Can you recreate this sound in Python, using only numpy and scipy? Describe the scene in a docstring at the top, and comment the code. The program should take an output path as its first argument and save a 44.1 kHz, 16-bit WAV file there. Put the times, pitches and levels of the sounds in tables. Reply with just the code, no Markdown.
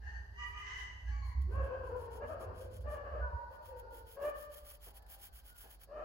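"""A pencil shades a drawing on an easel, close by: graphite scrapes over the paper's tooth, the tip catches,
the board shudders and the hand brushes softly over the paper. In an echoing part of the house an animal
whimpers three times, then breaks into falling howls, thin whines, squeaks and short yelps. Its vocal folds beat
unevenly; the throat shapes overtones and breath. Faint hum and hiss lie underneath."""
import sys
import numpy as np
from scipy import signal
from scipy.fft import rfft, irfft, next_fast_len
from scipy.io import wavfile
from scipy.ndimage import map_coordinates

SR = 44100
rng = np.random.default_rng(int(sys.argv[2]) if len(sys.argv) > 2 else 0)


def master_out(mix):
    """Clip the mix to full scale and print it as 16-bit PCM to the path in sys.argv[1]."""
    frames = np.transpose(np.atleast_2d(mix))
    ceiling = np.clip(frames, -1, 1)
    pcm = np.round(ceiling * 32767).astype(np.int16)
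    wavfile.write(sys.argv[1], SR, pcm)


N = 266661
TIME_S = np.arange(N) / SR

# Levels are relative within a table; spectra are densities.
STROKES = [ (0.486, .07, -69), (0.601, 0.036, -70.5), (0.799, 0.089, -69), (1.286, .07, -68.5),
           (1.539, 0.05, -70), (1.654, .06, -72), (1.884, .07, -71), (2.017, 0.082, -65),
           (2.152, 0.062, -60.5), (2.307, .07, -65.5), (2.428, 0.045, -58.5), (2.614, 0.091, -61),
           (2.752, 0.058, -61), (2.933, 0.068, -61.5), (3.544, .06, -72.5), (3.675, 0.076, -64),
           (3.791, 0.039, -65.5), (3.97, 0.079, -60), (4.118, 0.08, -59.5), (4.259, 0.079, -57),
           (4.41, 0.085, -57), (4.561, 0.081, -56), (4.703, 0.089, -54), (4.862, 0.0741, -54),
           (4.968, 0.043, -59), (5.124, 0.063, -53.5), (5.239, 0.069, -52.5), (5.371, 0.062, -57),
           (5.484, 0.065, -57), (5.611, 0.08, -54.5), (5.722, 0.063, -59), (5.826, 0.046, -62)]  # pencil strokes: centre t/s, half length/s, level/dB
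TIP_CATCHES = [(1.4154, -54.5, 0.067), (2.7665, -47, .04), (2.806, -51.5, 0.097), (3.795, -46.5, 0.021),
               (4.968, -46, 0.031), (5.022, -55, 0.046), (5.063, -55, 0.026), (5.186, -65, 0.029),
               (5.71, -48.5, 0.033), (5.834, -46.5, 0.027)]  # tip catching on paper: t/s, level/dB, t60/s
GRAPHITE_SPECTRUM = [(300, -28), (1500, -16), (3000, -17.5), (4200, -15), (5200, -4.5), (6200, -7),
                     (8000, -8.5), (10000, 3.5), (11700, 1), (13000, 1.5), (15800, -1)]  # graphite on paper: f/Hz, level/dB
BLUNT_EQ = [(7000, -0.5), (11000, -1), (13000, -8.5), (15000, -4.5)]  # blunt side of the tip: f/Hz, gain/dB
SHARP_EQ = [(7000, -3), (11000, -0.5), (13000, 0.5), (15000, 2)]  # sharp edge of the tip: f/Hz, gain/dB
SHEET_SPECTRUM = [(300, -4), (1500, 18.5), (2100, 15), (2700, 14.5), (3200, 23), (3600, 15), (4200, 10.5),
                  (5150, 13), (5900, 3.5), (7100, 11), (8000, 1), (9000, -25), (15800, -15)]  # shaft and sheet ringing: f/Hz, level/dB
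SHEET_CORR = [(1000, 0.22), (2300, -0.21), (2700, -0.52), (3800, -0.89), (4300, 0.34), (5500, -0.16),
              (6500, 0.44)]  # their stereo image: f/Hz, L-R correlation

TREMBLE = [(0, -49, -55.5), (1, -56.5, -52), (1.8, -53, -48.5), (2.75, -58, -44), (3.05, -54.5, -53.5),
           (3.4, -57.5, -56), (3.9, -62.5, -60), (6.05, -69.5, -78.5)]  # board between shudders: t/s, sway/dB, rattle/dB
SHUDDERS = [ (0.135, 0.093, 69, -45.5, -64), (1.179, 0.16, 57.46, -36.5, -54),
            (1.42, 0.082, 69.2, -36, -39), (1.575, 0.165, 62.4, -40, -41), (2.88, 0.1, 63.9, -46.5, -56.5),
            (3.211, 0.11, 61.3, -38.5, -50.5), (3.348, 0.026, 68.7, -36, -49)]  # hand leaning on board: centre t/s, half length/s, f/Hz, sway/dB, rattle/dB
RATTLE_SPECTRUM = [(55, -41.5), (72, -3), (84, 6), (96, 2.5), (112, -13), (140, -17), (250, -23.5),
                   (500, -70)]  # upper board modes: f/Hz, level/dB
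HAND_BRUSHES = [(4.865, -54.5, 0.21), (5.635, -58.5, 0.392)]  # hand brushing the paper: t/s, level/dB, t60/s
BRUSH_SPECTRUM = [(150, -12), (330, -3.5), (550, 0), (800, -1), (1200, -12.5), (2500, -18), (6000, -48)]  # soft dull brush: f/Hz, level/dB

# Cries: t/s, length/s, rise/s, f after rise/Hz, last f/Hz,
# fundamental/dB, octave/dB, overtones/dB, fade/dB, roughness 0-1
WHIMPERS = [ (0.0, 0.16, 0.05, 840.4, 829, -60, -53, -67, -3, 0.52),
            (0.03, 0.16, 0.056, 920, 908, -65.5, -47, -61, -8.5, 0.14),
            (0.315, 0.14, 0.06, 966.5, 973, -54.5, -46, -55, -3, 0.09),
            (0.51, 0.13, 0.072, 1010, 1016, -54.5, -51, -55.5, 0, 0.24),
            (0.645, .18, 0.018, 1021, 982.6, -55, -46, -52.5, -2.5, 0.24),
            (1.03, 0.121, 0.051, 837.6, 810.5, -57.5, -55.5, -62.5, -8.5, 0.27)]  # high
HOWLS = [ (1.46, 0.072, 0.044, 398, 435, -53, -73, -75.5, 1.5, 0.423),
         (1.495, 0.12, 0.06, 551.8, 547, -48, -45, -55.5, -1.5, 0.23),
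         (1.565, 0.19, 0.017, 513, 509, -43.5, -57, -60, -3, 0.29),
         (1.69, 0.18, 0.039, 523.7, 509.5, -42, -43.5, -57, -7, 0.32),
         (1.88, 0.091, 0.044, 495.6, 484, -40, -45, -61, -3, 0.35),
         (1.98, 0.24, 0.022, 481.4, 451.8, -51.5, -47.5, -66, -5, 0.42),
         (2.195, 0.051, 0.041, 588, 595, -39, -48, -53.5, -2.5, 0.34),
         (2.221, 0.085, 0.037, 248, 242, -53.5, -55, -76, -6, 0.282),
         (2.28, 0.1, 0.023, 589.8, 565, -45.5, -53.5, -62, -8, 0.57),
         (2.385, 0.16, 0.035, 531.5, 517.6, -49.5, -51, -63, -7.5, 0.59),
         (2.585, 0.15, 0.023, 511, 494.6, -46, -69, -73.5, -9, 0.32),
         (2.828, 0.15, 0.046, 597.8, 580.6, -44.5, -49, -56.5, -0.5, 0.27),
         (3.02, 0.204, 0.055, 588.4, 565.8, -45, -48.5, -59, -6, 0.4),
         (3.485, 0.15, 0.0376, 567.5, 589.6, -55, -60.5, -71.5, -5, 0.437),
         (3.665, 0.11, 0.039, 537.4, 486.4, -49.5, -76, -70, -3, 0.19),
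         (3.809, 0.075, 0.025, 535.5, 517, -54, -70.5, -75, -4, 0.47),
         (3.91, 0.086, 0.03134, 500.4, 448, -53.5, -72, -79, -2, 0.38),
         (4.86, 0.4, 0.048, 787, 755.5, -71, -80, -81.5, -1, 0.75)]  # low, mostly falling
YELPS = [ (4.152, 0.08, 0.02, 547, 553, -48.5, -52.5, -60.5, 1, 0.46),
         (4.2, 0.045, 0.018, 555.4, 562, -40.5, -45.5, -51.5, 0.87, 0.2),
         (4.222, 0.065, 0.021, 581.2, 594.5, -35, -40.5, -48.5, 0.045, 0.14),
         (5.868, 0.16, .1, 607.2, 608.5, -44, -47.5, -55.5, 0, 0.36)]  # short
WHINES = [ (0.37, 0.1, 0.032, 1190, 1191, -51, -60.5, -69, 0.5, 0.19),
          (0.515, 0.22, 0.03, 1208, 1228, -50.5, -60, -74, -11.5, 0.2),
          (1.10, 0.099, 0.036, 1139, 1119, -58.5, -61, -68.5, -2, 0.11),
          (1.205, 0.0943, 0.023, 1093, 1054, -54.5, -64.5, -66.5, -5, 0.32),
          (1.26, 0.07, 0.028, 1013, 970, -59.5, -58, -76, -4.5, 0.26),
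          (3.21, 0.125, 0.035, 990, 964.5, -49, -79, -88, -1.5, 0.26),
          (3.32, 0.139, 0.032, 958, 943, -47, -77, -85, -1.5, 0.25),
          (3.48, 0.16, 0.018, 944, 929, -52, -82, -88, -4, 0.29),
          (3.675, 0.13, 0.02, 915.5, 917, -54.5, -78, -83, -4, 0.33),
          (3.85, 0.19, 0.028, 914, 905, -53, -82, -86, -8, 0.27)]  # thin, over and between the others
SQUEAKS = [(3.195, 0.059, 1500, 1483, -38), (3.288, 0.14, 1503, 1466, -66.5),
           (3.524, 0.082, 1457, 1466, -59.5), (3.795, 0.11, 1397, 1456, -57.5),
           (3.945, 0.118, 1463, 1466, -64), (4.964, 0.11, 1710, 1790, -70), (5.24, 0.1604, 1478, 1610, -74),
           (5.465, 0.074, 1360, 1530, -61.5), (5.537, 0.18, 1554, 1725, -70)]  # nasal squeaks: t/s, length/s, first f/Hz, last f/Hz, level/dB
OPEN_THROAT = [(1000, 7.5), (1450, 7), (1800, 0.5), (2000, -27), (2400, -12), (2900, -12), (3600, -30),
               (4500, -38), (6500, -32.5), (8500, -44)]  # howl and yelp formants: f/Hz, gain/dB
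TIGHT_THROAT = [(2300, -3), (2700, -29), (2950, 6), (3300, -42), (3900, -32), (4450, -1), (5300, -44),
                (6200, -28), (7000, -26.5), (9000, -64)]  # whimper formants: f/Hz, gain/dB
PINCHED_THROAT = [(2700, -28), (3300, -31.5), (3900, -17), (4300, 5), (4550, -3), (5300, -39), (6200, -19),
                  (6750, -8), (7300, -29), (9000, -46)]  # whine formants: f/Hz, gain/dB
OPEN_RASP = [(200, 1), (500, 15), (850, 15.5), (1300, 11.5), (1700, 9), (2000, -1), (2800, -4.5),
             (3500, -28), (6000, -42), (9000, -40)]  # howl and yelp breath: f/Hz, level/dB
TIGHT_RASP = [(500, -39), (850, 8.5), (1150, 3.5), (1400, 1), (1680, 13.5), (1950, 16), (2250, -13.5),
              (2900, 9), (3400, -9.5), (4150, -9.5), (4550, -7.5), (5600, -6), (6250, 2), (7000, -15),
              (8000, -13), (8500, -46)]  # whimper and whine breath: f/Hz, level/dB

CORNER_EQ = [(620, -3), (1100, -13), (3000, -11)]  # loss round a corner: f/Hz, gain/dB
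HALL_DECAY = [(150, 1.63), (550, 1.08), (1100, 0.97), (2000, 0.99), (4000, 0.86), (9000, 0.91)]  # reverberation: f/Hz, t60/s
HALL_CORR = [(250, 0.6), (550, 0.46), (1000, -0.38), (2000, -0.15), (5000, 0.022)]  # its stereo image: f/Hz, L-R correlation
HALL_BALANCE = [(250, 0), (550, 4.5), (1000, 3), (2000, 1.5), (5000, -1)]  # bias of sound from the hall: f/Hz, L minus R/dB
AIR_SPECTRUM = [(20, -4.5), (50, 15), (100, -3), (160, -9), (300, -13.5), (800, -11), (1700, -26),
                (2300, -30.5), (3500, -32), (4600, -20.5), (6000, -34.5), (9000, -43), (11500, -31),
                (15800, -47)]  # still room air: f/Hz, level/dB
ROOM_CORR = [(60, 0.89), (200, 0.45), (600, 0.43), (3000, 0.036)]  # stereo image of air and hand brushes: f/Hz, L-R correlation


def pencil(catch_db=-6, catch_attack_s=0.0017, turn_s=3.3, left_lag_s=0.0002192, ring_db=-9.5):
    """Graphite scrapes the paper's tooth and catches; at turn_s it rolls from blunt side to sharp edge."""
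    strokes = sum(amp(db) * arch(centre_s, half_s) for centre_s, half_s, db in STROKES)
    level = strokes + amp(catch_db) * contacts(TIP_CATCHES, catch_attack_s)
    grain_db = 2.0 * wobble(1500, N)
    pressure_db = 1.5 * wobble(110, N)
    grip = unit(amp(grain_db + pressure_db))
    scrape = level * coloured(rng.standard_normal(N) * grip, GRAPHITE_SPECTRUM)
    blunt = equalised(scrape * (TIME_S < turn_s), BLUNT_EQ)
    sharp = equalised(scrape * (TIME_S >= turn_s), SHARP_EQ)
    # left: late and inverted
    tip = filtered(blunt + sharp,
                   lambda hz: np.array([-np.exp(-2j * np.pi * hz * left_lag_s), np.ones_like(hz)]))
    ring_level = level.max() * (level / level.max()) ** 0.68  # larger share in light strokes
    ring = coloured(stereo(rng.standard_normal((2, N)) * grip, SHEET_CORR), SHEET_SPECTRUM)
    return tip + amp(ring_db) * ring_level * ring


def easel(rest_hz=61.1, wander=0.049, unsteady_db=3.04, rattle_db=-6.0, left_db=-3.0):
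    """The lowest board mode sways, upper ones rattle; a lean of the hand swells both, shifts the mode."""
    tremble_s, *tremble_db = np.transpose(TREMBLE)
    sway, rattle = (amp(np.interp(TIME_S, tremble_s, db)) for db in tremble_db)
    weighted_hz = sway * rest_hz
    for centre_s, half_s, hz, low_db, high_db in SHUDDERS:
        lean = np.sqrt(arch(centre_s, half_s))
        sway += amp(low_db) * lean
        rattle += amp(high_db) * lean
        weighted_hz += hz * amp(low_db) * lean
    mode_hz = weighted_hz / sway * (1 + wander * wobble(24.99, N))
    low = sway * amp(unsteady_db * wobble(22.25, N)) * np.sqrt(2) * np.sin(phase_rad(mode_hz))
    high = rattle * amp(rattle_db) * coloured(rng.standard_normal(N), RATTLE_SPECTRUM)
    return (low + high) * amp([[left_db / 2], [-left_db / 2]])


def hand_brushes(attack_s=0.004):
    """The hand brushes softly over the paper: soft-edged bursts of dull noise."""
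    thud = coloured(stereo(rng.standard_normal((2, N)), ROOM_CORR), BRUSH_SPECTRUM)
    return contacts(HAND_BRUSHES, attack_s) * thud


def animal(howl_db=-1.5, yelp_db=-4.5, squeak_db=1):
    """Cries arrive through the hall, slightly from the left; the yelps most directly."""
    whimper = dict(climb_per_s=1.1, unsteady_db=-2.5, waver=0.043, jitter=0.072,
                   shimmer=0.9, rasp=2.18, onset_rough=0.037)
    howl = dict(climb_per_s=3.54, unsteady_db=1.94, waver=0.0605, jitter=0.1008,
                shimmer=1.0, rasp=2.36, onset_rough=0.14)
    yelp = dict(climb_per_s=1.0, unsteady_db=0.2, waver=0.051, jitter=0.098,
                shimmer=1.0, rasp=1.8, onset_rough=0.16)
    whine = dict(climb_per_s=0.8, unsteady_db=0.0, waver=0.0482, jitter=0.088,
                 shimmer=0.52, rasp=0.87, onset_rough=0.08)
    whimpers = sum(hall(cry(row, TIGHT_THROAT, TIGHT_RASP, **whimper)) for row in WHIMPERS)
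    howls = sum(hall(cry(row, OPEN_THROAT, OPEN_RASP, **howl), direct_db=-0.5) for row in HOWLS)
    dry_yelps = [cry(row, OPEN_THROAT, OPEN_RASP, **yelp) for row in YELPS]
    yelps = sum(hall(x, direct_db=6) for x in dry_yelps)
    whines = sum(hall(cry(row, PINCHED_THROAT, TIGHT_RASP, **whine), direct_db=2.5) for row in WHINES)
    voice = whimpers + amp(howl_db) * howls + amp(yelp_db) * yelps + whines
    voice += amp(squeak_db) * hall(squeaks())
    return filtered(voice, lambda hz: amp(np.outer([.5, -.5], at_hz(HALL_BALANCE, hz))))


def cry(row, throat, breath, climb_per_s, unsteady_db, waver, jitter, shimmer, rasp, onset_rough,
        swell_db_per_s=172, release_s=0.021):
    """Pitch and level climb together, then drift; the vocal folds beat unevenly, most at the onset."""
    start_s, length_s, rise_s, risen_hz, last_hz, first_db, octave_db, over_db, fade_db, rough = row
    live = (TIME_S > start_s) & (TIME_S < start_s + length_s + release_s)
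    age_s = TIME_S[live] - start_s
    n = len(age_s)
    onset = np.clip(1 - age_s / rise_s, 0, 1)
    spent = np.clip((age_s - rise_s) / (length_s - rise_s), 0, 1)
    rough = np.clip(rough + onset_rough * onset, 0, 1)
    pitch_hz = (risen_hz + (last_hz - risen_hz) * spent) * np.exp(-climb_per_s * rise_s * onset)
    pitch_hz *= 1 + rough * (waver * wobble(59.76, n) + jitter * wobble(259.46, n))
    phase = phase_rad(pitch_hz)
    harmonic = np.arange(3, 17)[:, None]
    formants = amp(at_hz(throat, harmonic * pitch_hz)) * (harmonic * pitch_hz < 9000)
    overtones = np.sum(formants * np.sin(harmonic * phase), 0)
    puffs = coloured(rng.standard_normal(n) * (1 + np.cos(phase)), breath)  # one puff of air a cycle
    effort_db = fade_db * spent - swell_db_per_s * rise_s * onset
    bright = amp(0.16 * effort_db)
    voice = amp(first_db) * np.sin(phase) + bright * amp(octave_db) * np.sin(2 * phase)
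    # rough cycles vary in size; every second one weakens
    voice *= 1 + shimmer * rough * wobble(348.0, n) + 0.42 * rough ** 2 * np.cos(phase / 2)
    voice += bright * amp(over_db) * (overtones + rasp * np.sqrt(rough) * puffs)
    gate = np.clip(np.minimum(age_s, length_s + release_s - age_s) / release_s, 0, 1)
    out = np.zeros(N)
    out[live] = np.sqrt(2) * voice * amp(effort_db + unsteady_db * wobble(26.7, n)) * gate
    return out


def squeaks(flutter=0.0117):
    """Thin, fluttering nasal tones that swell, glide and fade."""
    out = np.zeros(N)
    for start_s, length_s, first_hz, last_hz, db in SQUEAKS:
        progress = np.clip((TIME_S - start_s) / length_s, 0, 1)
        pitch_hz = (first_hz + (last_hz - first_hz) * progress) * (1 + flutter * wobble(200, N))
        out += amp(db) * np.sin(np.pi * progress) * np.sin(phase_rad(pitch_hz))
    return out


def hall(x, direct_db=-7, echo_db=-.5, build_s=0.0013, early_db=4, early_t60_s=0.091):
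    """Direct sound dulled by a corner, plus near echoes and a long tail at a set share of x's energy."""
    hz, t, noise = signal.stft(rng.standard_normal((2, SR)), SR, nperseg=256)
    decay = amp(-60 * t / at_hz(HALL_DECAY, hz)[:, None]) * (1 - np.exp(-t / build_s))
    early = 1 + amp(early_db - 60 * t / early_t60_s)
    impulse = stereo(signal.istft(noise * decay * early, SR, nperseg=256)[1], HALL_CORR)
    first, last = np.flatnonzero(x)[[0, -1]]
    echo = signal.fftconvolve(x[None, first:last], impulse, axes=1)
    echo *= amp(echo_db) * np.sqrt(2) * np.linalg.norm(x) / np.linalg.norm(echo)
    return np.pad(echo, ((0, 0), (first, N)))[:, :N] + amp(direct_db) * equalised(x, CORNER_EQ)


def room_tone(air_db=-62.0, drone_hz=49.6, drone_db=-59, hum_hz=405, hum_db=-70, hum_peak_s=0.78):
    """Still air, an appliance drone, and a faint higher hum that swells and dies early."""
    air = coloured(stereo(rng.standard_normal((2, N)), ROOM_CORR), AIR_SPECTRUM)
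    drone = amp(drone_db + wobble(15.0, N))
    drone *= np.sin(2 * np.pi * drone_hz * TIME_S + 0.13 * wobble(5.4, N))
    fade_db = np.minimum(8 * (TIME_S / hum_peak_s - 1), -60 * (TIME_S - hum_peak_s))
    hum = amp(hum_db + fade_db + wobble(30, N))
    hum *= np.sin(2 * np.pi * hum_hz * TIME_S + .5 * wobble(51, N))
    return amp(air_db) * air + drone * amp([[-1], [1]]) + hum


def arch(centre_s, half_s):
    """Raised cosine of height 1."""
    return np.cos(np.pi / 2 * np.clip((TIME_S - centre_s) / half_s, -1, 1)) ** 2


def contacts(rows, attack_s):
    """Summed envelopes: fast build-up, exponential decay."""
    level = 0
    for start_s, db, t60_s in rows:
        age_s = np.maximum(TIME_S - start_s, 0)
        level += amp(db - 60 * age_s / t60_s) * (1 - np.exp(-age_s / attack_s))
    return level


def wobble(rate_hz, n):
    """Smooth random curve, rate_hz knots a second."""
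    knots = rng.standard_normal(int(n * rate_hz / SR) + 4)
    return map_coordinates(knots, [np.arange(n) * rate_hz / SR])


def phase_rad(hz):
    """Running phase of a varying frequency."""
    return 2 * np.pi * np.cumsum(hz) / SR


def amp(db):
    """dB to gain."""
    return 10 ** (np.asarray(db) / 20)


def unit(x):
    """Scale to rms 1."""
    return x / np.sqrt(np.mean(x ** 2) + 1e-20)


def at_hz(table, hz):
    """Interpolate on a log frequency axis."""
    knots_hz, values = np.transpose(table)
    return np.interp(np.log(hz + 1), np.log(knots_hz + 1), values)


def filtered(x, response):
    """Apply a complex frequency response."""
    n = x.shape[-1]
    n_fft = next_fast_len(n + SR // 4)
    return irfft(rfft(x, n_fft) * response(np.fft.rfftfreq(n_fft, 1 / SR)), n_fft)[..., :n]


def equalised(x, table):
    """Apply a table of f/Hz, gain/dB."""
    return filtered(x, lambda hz: amp(at_hz(table, hz)))


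def coloured(x, spectrum):
    """Equalise, then scale to rms 1."""
    return unit(equalised(x, spectrum))


def stereo(pair, correlation):
    """Mix two independent signals to a given L-R correlation."""
    angle = lambda hz: np.arccos(np.clip(at_hz(correlation, hz), -1, 1)) / 2
    mid, side = filtered(pair, lambda hz: np.array([np.cos(angle(hz)), np.sin(angle(hz))]))
    return np.array([mid + side, mid - side])


def scene():
    """Far animal, near drawing hand, room."""
    return animal() + pencil() + easel() + hand_brushes() + room_tone()


def record(dry, cutoff_hz=15850):
    """Brick-wall low-pass."""
    return filtered(dry, lambda hz: hz < cutoff_hz)


dry = scene()
out = record(dry)
master_out(out)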